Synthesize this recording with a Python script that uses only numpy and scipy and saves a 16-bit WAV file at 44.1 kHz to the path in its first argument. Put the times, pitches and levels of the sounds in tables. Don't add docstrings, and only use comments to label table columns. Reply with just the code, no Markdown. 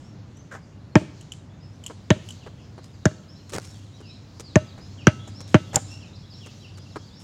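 import sys
import numpy as np
from scipy import signal
from scipy.fft import rfft, irfft
from scipy.io import wavfile
from scipy.ndimage import uniform_filter1d

SR = 44100
rng = np.random.default_rng(int(sys.argv[2]) if len(sys.argv) > 2 else 0)


def file_out(sig):
    cols = np.atleast_2d(sig).T
    lim = np.clip(cols, -1, 1)
    pcm = np.round(lim * 32767).astype(np.int16)
    wavfile.write(sys.argv[1], SR, pcm)


N = 318843
TIME = np.arange(N) / SR
AGE = TIME[:int(.7 * SR)]


def undb(db):
    return 10 ** (np.asarray(db) / 20)


def unit(x):
    return x / np.sqrt(np.mean(x ** 2))


def add(out, start_s, x):
    i = int(start_s * SR)
    out[i:i + len(x)] += x[:len(out) - i]


def curve(rows, axis):
    columns = np.transpose(rows)
    return np.interp(TIME, columns[0], columns[axis])


def noise(colour, size):
    hz, db = np.transpose(colour)
    freq_hz = np.maximum(np.fft.rfftfreq(size, 1 / SR), 1)
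    gain = undb(np.interp(np.log(freq_hz), np.log(hz), db))
    return unit(irfft(rfft(rng.standard_normal(size)) * gain, size))


def walk(rate_hz, size):
    hold = max(int(SR / rate_hz), 2)
    held = np.repeat(rng.standard_normal(size // hold + 2), hold)
    return unit(uniform_filter1d(uniform_filter1d(held, hold), hold))[:size]


def burst(colour, fade_s, rise_s=1 / 8000, grain_db=0):
    shape = (1 - np.exp(-AGE / rise_s)) * np.exp(-AGE / fade_s)
    x = noise(colour, len(AGE)) * shape * undb(grain_db * walk(900, len(AGE)))
    return unit(x) * np.sqrt(np.mean(shape ** 2))


def swell(peak_s):
    return AGE / peak_s * np.exp(1 - AGE / peak_s)


def ring(freq_hz, t60_s):
    return np.sin(2 * np.pi * freq_hz * AGE) * np.exp(-np.log(1000) * AGE / t60_s)


# freq_hz, level_db
TRAFFIC_COLOUR = [(24, -62), (40, -19.5), (103, -1), (209, -9.5), (268, -14), (303, -12.5), (332, -19.5),
                  (411, -20), (449, -25), (490, -22), (2110, -36), (2800, -40), (3640, -46), (6160, -120)]
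# start_s, traffic_db, hum_db (hum before its random waver)
STREET_LEVELS = [(0, -43.5, -57), (.7, -45, -56), (1.5, -44.5, -51.5), (2.6, -44.5, -51), (3.9, -46, -46.5),
                 (5.0, -43, -44.5), (5.9, -42.5, -42), (6.3, -45, -44.5), (7.23, -45, -49)]


def traffic():
    return noise(TRAFFIC_COLOUR, N) * undb(curve(STREET_LEVELS, axis=1))


def motor_hum(hum_hz=98):
    phase = 2 * np.pi * np.cumsum(hum_hz * (1 + 0.023 * walk(4, N))) / SR
    hum = np.sin(phase) + undb(-22) * np.sin(2 * phase) + undb(-21.5) * np.sin(3 * phase)
    return undb(curve(STREET_LEVELS, axis=2) + 2.7 * walk(7, N)) * hum


# freq_hz, level_db
RUSTLE_COLOUR = [(1000, -15.5), (2700, -0.5), (4200, 3), (5500, 0.5), (7000, 0), (8500, -14),
                 (11000, -18.5), (16000, -23.5)]
# start_s, level_db
RUSTLE_LEVELS = [(0.0, -62.5), (0.2, -65.5), (0.97, -66), (1.21, -60), (1.39, -67.5), (2.15, -61),
                 (2.29, -55), (2.54, -63), (3.4, -61), (3.6, -60), (3.89, -61.5), (5.94, -56),
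                 (6.14, -62.5), (6.52, -54.5), (6.7, -60), (7.23, -60)]


def rustle(trim_db=-1.0):
    hiss = rfft(noise(RUSTLE_COLOUR, N))
    freq_hz = np.clip(np.fft.rfftfreq(N, 1 / SR), 2000, 16000)
    thirds = 3 * np.log2(freq_hz / 2000)
    flicker = np.zeros(N)
    for k in range(10):
        band = irfft(hiss * np.maximum(1 - np.abs(thirds - k), 0), N)
        flicker += band * undb(2.2 * walk(16, N))
    return flicker * undb(curve(RUSTLE_LEVELS, axis=1) + trim_db)


def whistle(length_s, pitch_hz, shape):
    u = np.linspace(0, 1, int(length_s * SR))
    glide_hz = pitch_hz * np.polyval(np.polyfit([0, .5, 1], shape, 2), u)
    glide_hz = glide_hz * (1 + .014 * walk(700, len(u)))
    level = undb(2 * walk(110, len(u))) * np.sqrt(np.abs(np.sin(np.pi * u)))
    return level * np.sin(2 * np.pi * np.cumsum(glide_hz) / SR)


def trees(x, fade_s):
    scatter = rng.standard_normal(len(AGE)) * np.exp(-AGE / fade_s)
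    return signal.fftconvolve(x, scatter / np.linalg.norm(scatter))[:N]


# start_s, reference_pitch_hz, level_db
SEET_NOTES = [(.03, 5550, -61), (.352, 6230, -57), (1.6, 5240, -57.5), (3.28, 5450, -50),
              (3.626, 5500, -51), (4.05, 5350, -51), (5.345, 5540, -44), (5.87, 5500, -46),
              (6.32, 5490, -50), (7.14, 5510, -51)]
SEET_S, SEET_SHAPE = .07, (.9, 0.99, 0.98)
# start_s, length_s, reference_pitch_hz, level_db
SLUR_NOTES = [(2.405, 0.041, 2940, -53), (2.576, .05, 2880, -56), (3.713, .06, 3510, -55),
              (3.97, 0.16, 2790, -56), (4.428, 0.1, 4350, -50.5), (4.662, 0.071, 4470, -55),
              (4.971, .063, 2850, -49), (5.707, 0.037, 3110, -50), (6.005, 0.047, 2850, -50.5),
              (6.149, 0.027, 4880, -52), (6.299, 0.064, 4440, -49.5), (6.399, 0.067, 3000, -48.5),
              (6.62, 0.052, 2906, -48)]
SLUR_SHAPE = (1.2, 0.99, .85)
# start_s, middle_pitch_hz, level_db
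CHIRP_NOTES = [(3.35, 4110, -56), (3.92, 3890, -58.5), (4.09, 4000, -52), (4.8, 5100, -53),
               (5.19, 3420, -50), (5.9, 2767, -49.5)]
CHIRP_S, CHIRP_SHAPE = .065, (0.94, 1, 1.03)


def near_bird():
    out = np.zeros(N)
    for start_s, pitch_hz, level_db in SEET_NOTES:
        add(out, start_s, undb(level_db) * whistle(SEET_S, pitch_hz, SEET_SHAPE))
    for start_s, length_s, pitch_hz, level_db in SLUR_NOTES:
        add(out, start_s, undb(level_db) * whistle(length_s, pitch_hz, SLUR_SHAPE))
    for start_s, pitch_hz, level_db in CHIRP_NOTES:
        add(out, start_s, undb(level_db) * whistle(CHIRP_S, pitch_hz, CHIRP_SHAPE))
    return out


def far_birds(count=130, first_db=-64.5, last_db=-57):
    out = np.zeros(N)
    for k, (late, length, height, bend, glide) in enumerate(rng.random((count, 5))):
        shape = (1, .8 + .3 * bend, .6 + .6 * glide)
        note = whistle(.02 + .045 * length, 3200 + 2600 * height, shape)
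        progress = np.sqrt((k + late) / count)
        level_db = np.interp(progress, [0, 1], [first_db, last_db])
        add(out, progress * N / SR, undb(level_db) * note)
    return out


def birds(direct_db=-1, scatter_db=-1.9):
    song = near_bird() + far_birds()
    return undb(direct_db) * song + undb(scatter_db) * trees(song, fade_s=0.075)


# freq_hz, level_db
ECHO_COLOUR = [(60, 1.5), (200, 4), (600, 0.5), (1500, -0.5), (3000, 8), (6500, 5), (9500, 4), (12000, -9),
               (16000, -6.5)]


def yard(x, wet_db, t60_s=0.62, wall_s=.058, wall_db=-4, wall_hz=900):
    decay = np.exp(-np.log(1000) * AGE / t60_s) * (1 - np.exp(-AGE / .008))
    tail = noise(ECHO_COLOUR, len(AGE)) * decay
    response = tail / np.linalg.norm(tail)
    b, a = signal.butter(1, wall_hz, fs=SR)
    wall = signal.lfilter(b, a, signal.unit_impulse(len(AGE)))
    add(response, wall_s, undb(wall_db) * wall)
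    return x + undb(wet_db) * signal.fftconvolve(x, response)[:len(x)]


# start_s, level_db
NET_BRUSHES = [(.511, -30), (.534, -30.5)]


def net():
    out = np.zeros(N)
    cord = [(150, -3), (550, 7.0), (1000, 4), (1650, 8.5), (2600, -11.0), (4500, -16.5),
            (7000, -10), (10000, -28.5), (16000, -35)]
    for start_s, level_db in NET_BRUSHES:
        add(out, start_s, undb(level_db) * burst(cord, .02, .012, grain_db=2))
    return out


# freq_hz, level_db
PEBBLE_COLOUR = [(800, -18), (2300, -26), (3050, 6), (3900, -34), (5500, -13), (7200, -3.5), (9000, -18.5),
                 (12000, -23.5), (16000, -41)]
# start_s, level_db
GRIT_SKIPS = [(0.37, -52.5), (1.21, -42.5), (1.32, -28.5), (1.838, -37.5), (1.863, -26), (2.288, -33.5),
              (2.306, -32.5)]


def grit():
    out = np.zeros(N)
    hiss = [(1500, -16), (3000, 13), (5000, 9), (7500, 13), (10000, -2), (12500, -18),
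            (16000, -20)]
    for start_s, level_db in GRIT_SKIPS:
        tick = burst(PEBBLE_COLOUR, 0.0047, 0.00043)
        add(out, start_s, undb(level_db) * (tick + undb(-22.0) * burst(hiss, 0.048, 0.017)))
        add(out, start_s + 0.017, undb(level_db - 5.0) * burst(PEBBLE_COLOUR, 0.00081, 0.00025))
    return out


# freq_hz, level_db
SOLE_COLOUR = [(50, -16), (120, -2.5), (240, -5.5), (400, 5), (700, -9.5), (1250, -8), (1600, -13.5),
               (2600, -25), (5000, -31), (16000, -60)]
# freq_hz, level_db
SAND_COLOUR = [(500, -4.5), (1500, 0), (3000, -2), (4500, -0.5), (7000, 2.5), (9000, -5), (12000, -15),
               (16000, -22)]


def footfall(thud_db, sand_db, fade_s, rise_s):
    thud = undb(thud_db) * burst(SOLE_COLOUR, fade_s, rise_s)
    return thud + undb(sand_db) * burst(SAND_COLOUR, fade_s, rise_s, grain_db=3)


# freq_hz, level_db
PAT_COLOUR = [(50, -17), (120, 6.5), (240, -5.5), (400, -4), (750, -9.5), (1100, -15), (1600, -13),
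              (2600, -23), (5000, -32), (16000, -51)]
# start_s, thud_db, sand_db
FOOTFALLS = [(1.899, -30.5, -60), (2.463, -32.5, -56), (2.779, -36.5, -57), (3.521, -35, -39),
             (3.534, -27, -29), (4.004, -40.5, -53), (4.396, -36, -35.5), (5.404, -38.5, -39.5),
             (6.46, -40, -43), (6.773, -44, -45.5), (6.958, -25, -46)]
# start_s, fade_s, level_db
SOFT_SCUFFS = [(2.831, .035, -51), (3.492, 0.011, -40), (3.605, 0.11, -46), (5.47, .08, -49),
               (5.79, 0.046, -53), (5.9, 0.045, -51.5), (7.191, .051, -50.5)]
STEP_FADE_S, TOE_LATE_S, TOE_DB = .006, .008, -1
SKID_S, SKID_THUD_DB, SKID_SAND_DB = 3.548, -23.5, -30
STAMP_S, STAMP_DB = 3.583, -17


def steps_and_scuffs():
    out = np.zeros(N)
    for start_s, thud_db, sand_db in FOOTFALLS:
        add(out, start_s, footfall(thud_db, sand_db, STEP_FADE_S, 0.00093))
        toe = footfall(thud_db, sand_db, 0.0057, 0.00078)
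        add(out, start_s + TOE_LATE_S, undb(TOE_DB) * toe)
    for start_s, fade_s, level_db in SOFT_SCUFFS:
        add(out, start_s, undb(level_db) * burst(SAND_COLOUR, fade_s, fade_s / 7, grain_db=4))
    add(out, SKID_S, undb(SKID_THUD_DB) * burst(PAT_COLOUR, 0.017, 0.0058))
    add(out, SKID_S, undb(SKID_SAND_DB) * burst(SAND_COLOUR, 0.015, .005, grain_db=7))
    add(out, STAMP_S, undb(STAMP_DB) * footfall(0, -8.5, 0.0014, 0.00016))
    return out


# freq_hz, level_db, t60_s
AIR_MODES = [(1303, 1, 0.59), (1500, 3.5, .25), (2040, -11.5, 0.56), (2790, -2.5, .45), (3386, -14, 0.39),
             (3800, -20, .9), (4400, -14.5, .4), (4900, -15, .41), (5400, -15.5, .35), (5870, -15, .7),
             (6215, -12, .35), (6360, -10.5, 0.4)]


def ping():
    out = np.zeros(len(AGE))
    for freq_hz, level_db, t60_s in AIR_MODES:
        out += undb(level_db + 2 * rng.standard_normal()) * ring(freq_hz, t60_s)
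    return out


# freq_hz, level_db
CLAP_COLOUR = [(500, -9.5), (2000, -22.5), (4000, -17), (5500, -8), (7100, 2.5), (8000, -6.5), (10000, -20),
               (12200, -20.5), (16000, -35)]
# freq_hz, level_db, t60_s
KNOCK_MODES = [(140, 0, .05), (606, -1, .05), (787, 0, .055)]
# start_s, fade_s, pat_db, clap_db
HAND_TOUCHES = [(4.778, .02, -40, -61), (5.275, 0.015, -39, -46.5), (5.731, .012, -34.5, -42),
                (5.743, 0.017, -25.5, -33.5)]
CATCH_S, CATCH_DB, CATCH_FADE_S = 5.7574, -1, .0026
KNOCK_LATE_S, KNOCK_DB = .008, -19


def hands():
    out = np.zeros(N)
    knock = sum(undb(level_db) * ring(freq_hz, t60_s) for freq_hz, level_db, t60_s in KNOCK_MODES)
    for start_s, fade_s, pat_db, clap_db in HAND_TOUCHES:
        pat = burst(PAT_COLOUR, fade_s, 0.00046) + undb(-4.5) * knock + undb(-41.0) * ping()
        add(out, start_s, undb(pat_db) * pat)
        add(out, start_s, undb(clap_db) * burst(CLAP_COLOUR, fade_s, 0.001))
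    add(out, CATCH_S, undb(CATCH_DB) * burst(CLAP_COLOUR, CATCH_FADE_S, .001))
    held = undb(2.0) * knock + undb(-1.5) * burst(PAT_COLOUR, 0.0097, .0015) + undb(-37) * ping()
    add(out, CATCH_S + KNOCK_LATE_S, undb(KNOCK_DB) * held)
    return out


def thump(pitch_ratio, start_hz=607, end_hz=91.8, fall_s=0.00512, peak_s=0.0061):
    hz = pitch_ratio * (end_hz + (start_hz - end_hz) * np.exp(-AGE / fall_s))
    return np.sin(2 * np.pi * np.cumsum(hz) / SR) * swell(peak_s) ** 1.21


def snap(top_hz, end_hz, fall_s=0.001704, peak_s=0.0011):
    hz = end_hz + (top_hz - end_hz) * np.exp(-AGE / fall_s)
    return np.sin(2 * np.pi * np.cumsum(hz) / SR) * swell(peak_s)


# freq_hz, level_db
SLAP_COLOUR = [(200, -40), (430, -6.5), (900, 2), (1100, -5.5), (1550, 1.5), (2100, -3), (2700, -4),
               (3900, -4.5), (8000, -19), (16000, -56.5)]
ABOVE_EDGE_DB = -12


def slap(tone_hz, edge_hz, contact_s):
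    landing = undb(-1.0) * burst(SLAP_COLOUR, 0.0031)
    landing += undb(-10.5) * burst(SLAP_COLOUR, 0.012, 0.00077)
    landing += undb(-3.5) * ring(tone_hz, 0.024)
    lift_off = undb(-10.5) * burst(SLAP_COLOUR, .0028) + undb(-10.5) * ring(tone_hz, 0.028)
    add(landing, contact_s, lift_off)
    body = signal.sosfilt(signal.butter(8, edge_hz, fs=SR, output="sos"), landing)
    treble = signal.sosfilt(signal.butter(4, edge_hz, "high", fs=SR, output="sos"), landing)
    ripples = undb(.5) * snap(1.101 * edge_hz, .35 * tone_hz)
    return undb(3) * (body + undb(ABOVE_EDGE_DB) * treble) + ripples


# freq_hz, level_db
CRACK_COLOUR = [(1000, -3.5), (3000, -1), (4400, -6.5), (5600, 10), (6600, 14), (7600, 0), (9500, -18.5),
                (16000, -71.5)]
# freq_hz, level_db
SCATTER_COLOUR = [(2000, -11.5), (3100, 2), (4500, -1), (5500, -4.5), (7000, -2), (8600, -8.5),
                  (11000, -24), (16000, -38.5)]
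# start_s, thump_db, pitch_ratio, distance_m (sets echo, scatter and ping),
# slap_db, slap_tone_hz, slap_edge_hz, crack_db, hollow_db
BALL_BOUNCES = [(0.9547, -0.5, 1.044, 1.95, -11, 1813, 3290, -18.5, -10.5),
                (2.1043, -3, .98, 1.85, -13, 1838, 4090, -15.5, -13),
                (3.0552, -4.5, .95, 1.74, -15.5, 1656, 2210, -13.5, -17),
                (4.5566, -1.5, 0.97, 1.13, -12.5, 1847, 2900, -13.5, -7.5),
                (5.0697, 0, .99, 0.78, -7.3, 1558, 3220, -10, -15),
                (5.5434, .5, 1.04, 0.83, -9.5, 1390, 3190, -21.5, -9.5)]
SHELL_DB, SHELL_DB_PER_OCTAVE = -7.5, 83
ECHO_DB, PING_DB = -29.5, -46
SCATTER_DB = -38


def bounces(contact_s=.0083, lowest_air_hz=614, shell_hz=285):
    out = np.zeros(N)
    for row in BALL_BOUNCES:
        start_s, thump_db, pitch_ratio, distance_m, slap_db, tone_hz, edge_hz, crack_db, hollow_db = row
        shell = np.sin(2 * np.pi * pitch_ratio * shell_hz * AGE) * swell(0.0046)
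        shell_db = SHELL_DB + SHELL_DB_PER_OCTAVE * np.log2(pitch_ratio)
        ball = undb(thump_db) * thump(pitch_ratio) + undb(shell_db) * shell
        ball += undb(slap_db) * slap(tone_hz, edge_hz, contact_s)
        ball += undb(crack_db) * burst(CRACK_COLOUR, 0.002)
        add(ball, contact_s, undb(hollow_db) * ring(lowest_air_hz, 0.073))
        distance_db = 20 * np.log10(distance_m)
        scatter_db = SCATTER_DB + slap_db + distance_db
        add(out, start_s, undb(scatter_db) * burst(SCATTER_COLOUR, .055, .01))
        add(out, start_s, yard(ball, ECHO_DB + distance_db))
        add(out, start_s, undb(PING_DB - 1.7 * distance_db) * ping())
    return out


def scene():
    background = traffic() + motor_hum() + rustle() + birds()
    small_sounds = yard(net() + grit() + steps_and_scuffs() + hands(), wet_db=-25)
    return (background + small_sounds + bounces())[None]


def record(dry, ceiling=.95, top_hz=16100):
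    rounded = dry / (1 + (dry / ceiling) ** 6) ** (1 / 6)
    return signal.sosfilt(signal.ellip(8, .2, 70, top_hz, fs=SR, output="sos"), rounded)


dry = scene()
out = record(dry)
file_out(out)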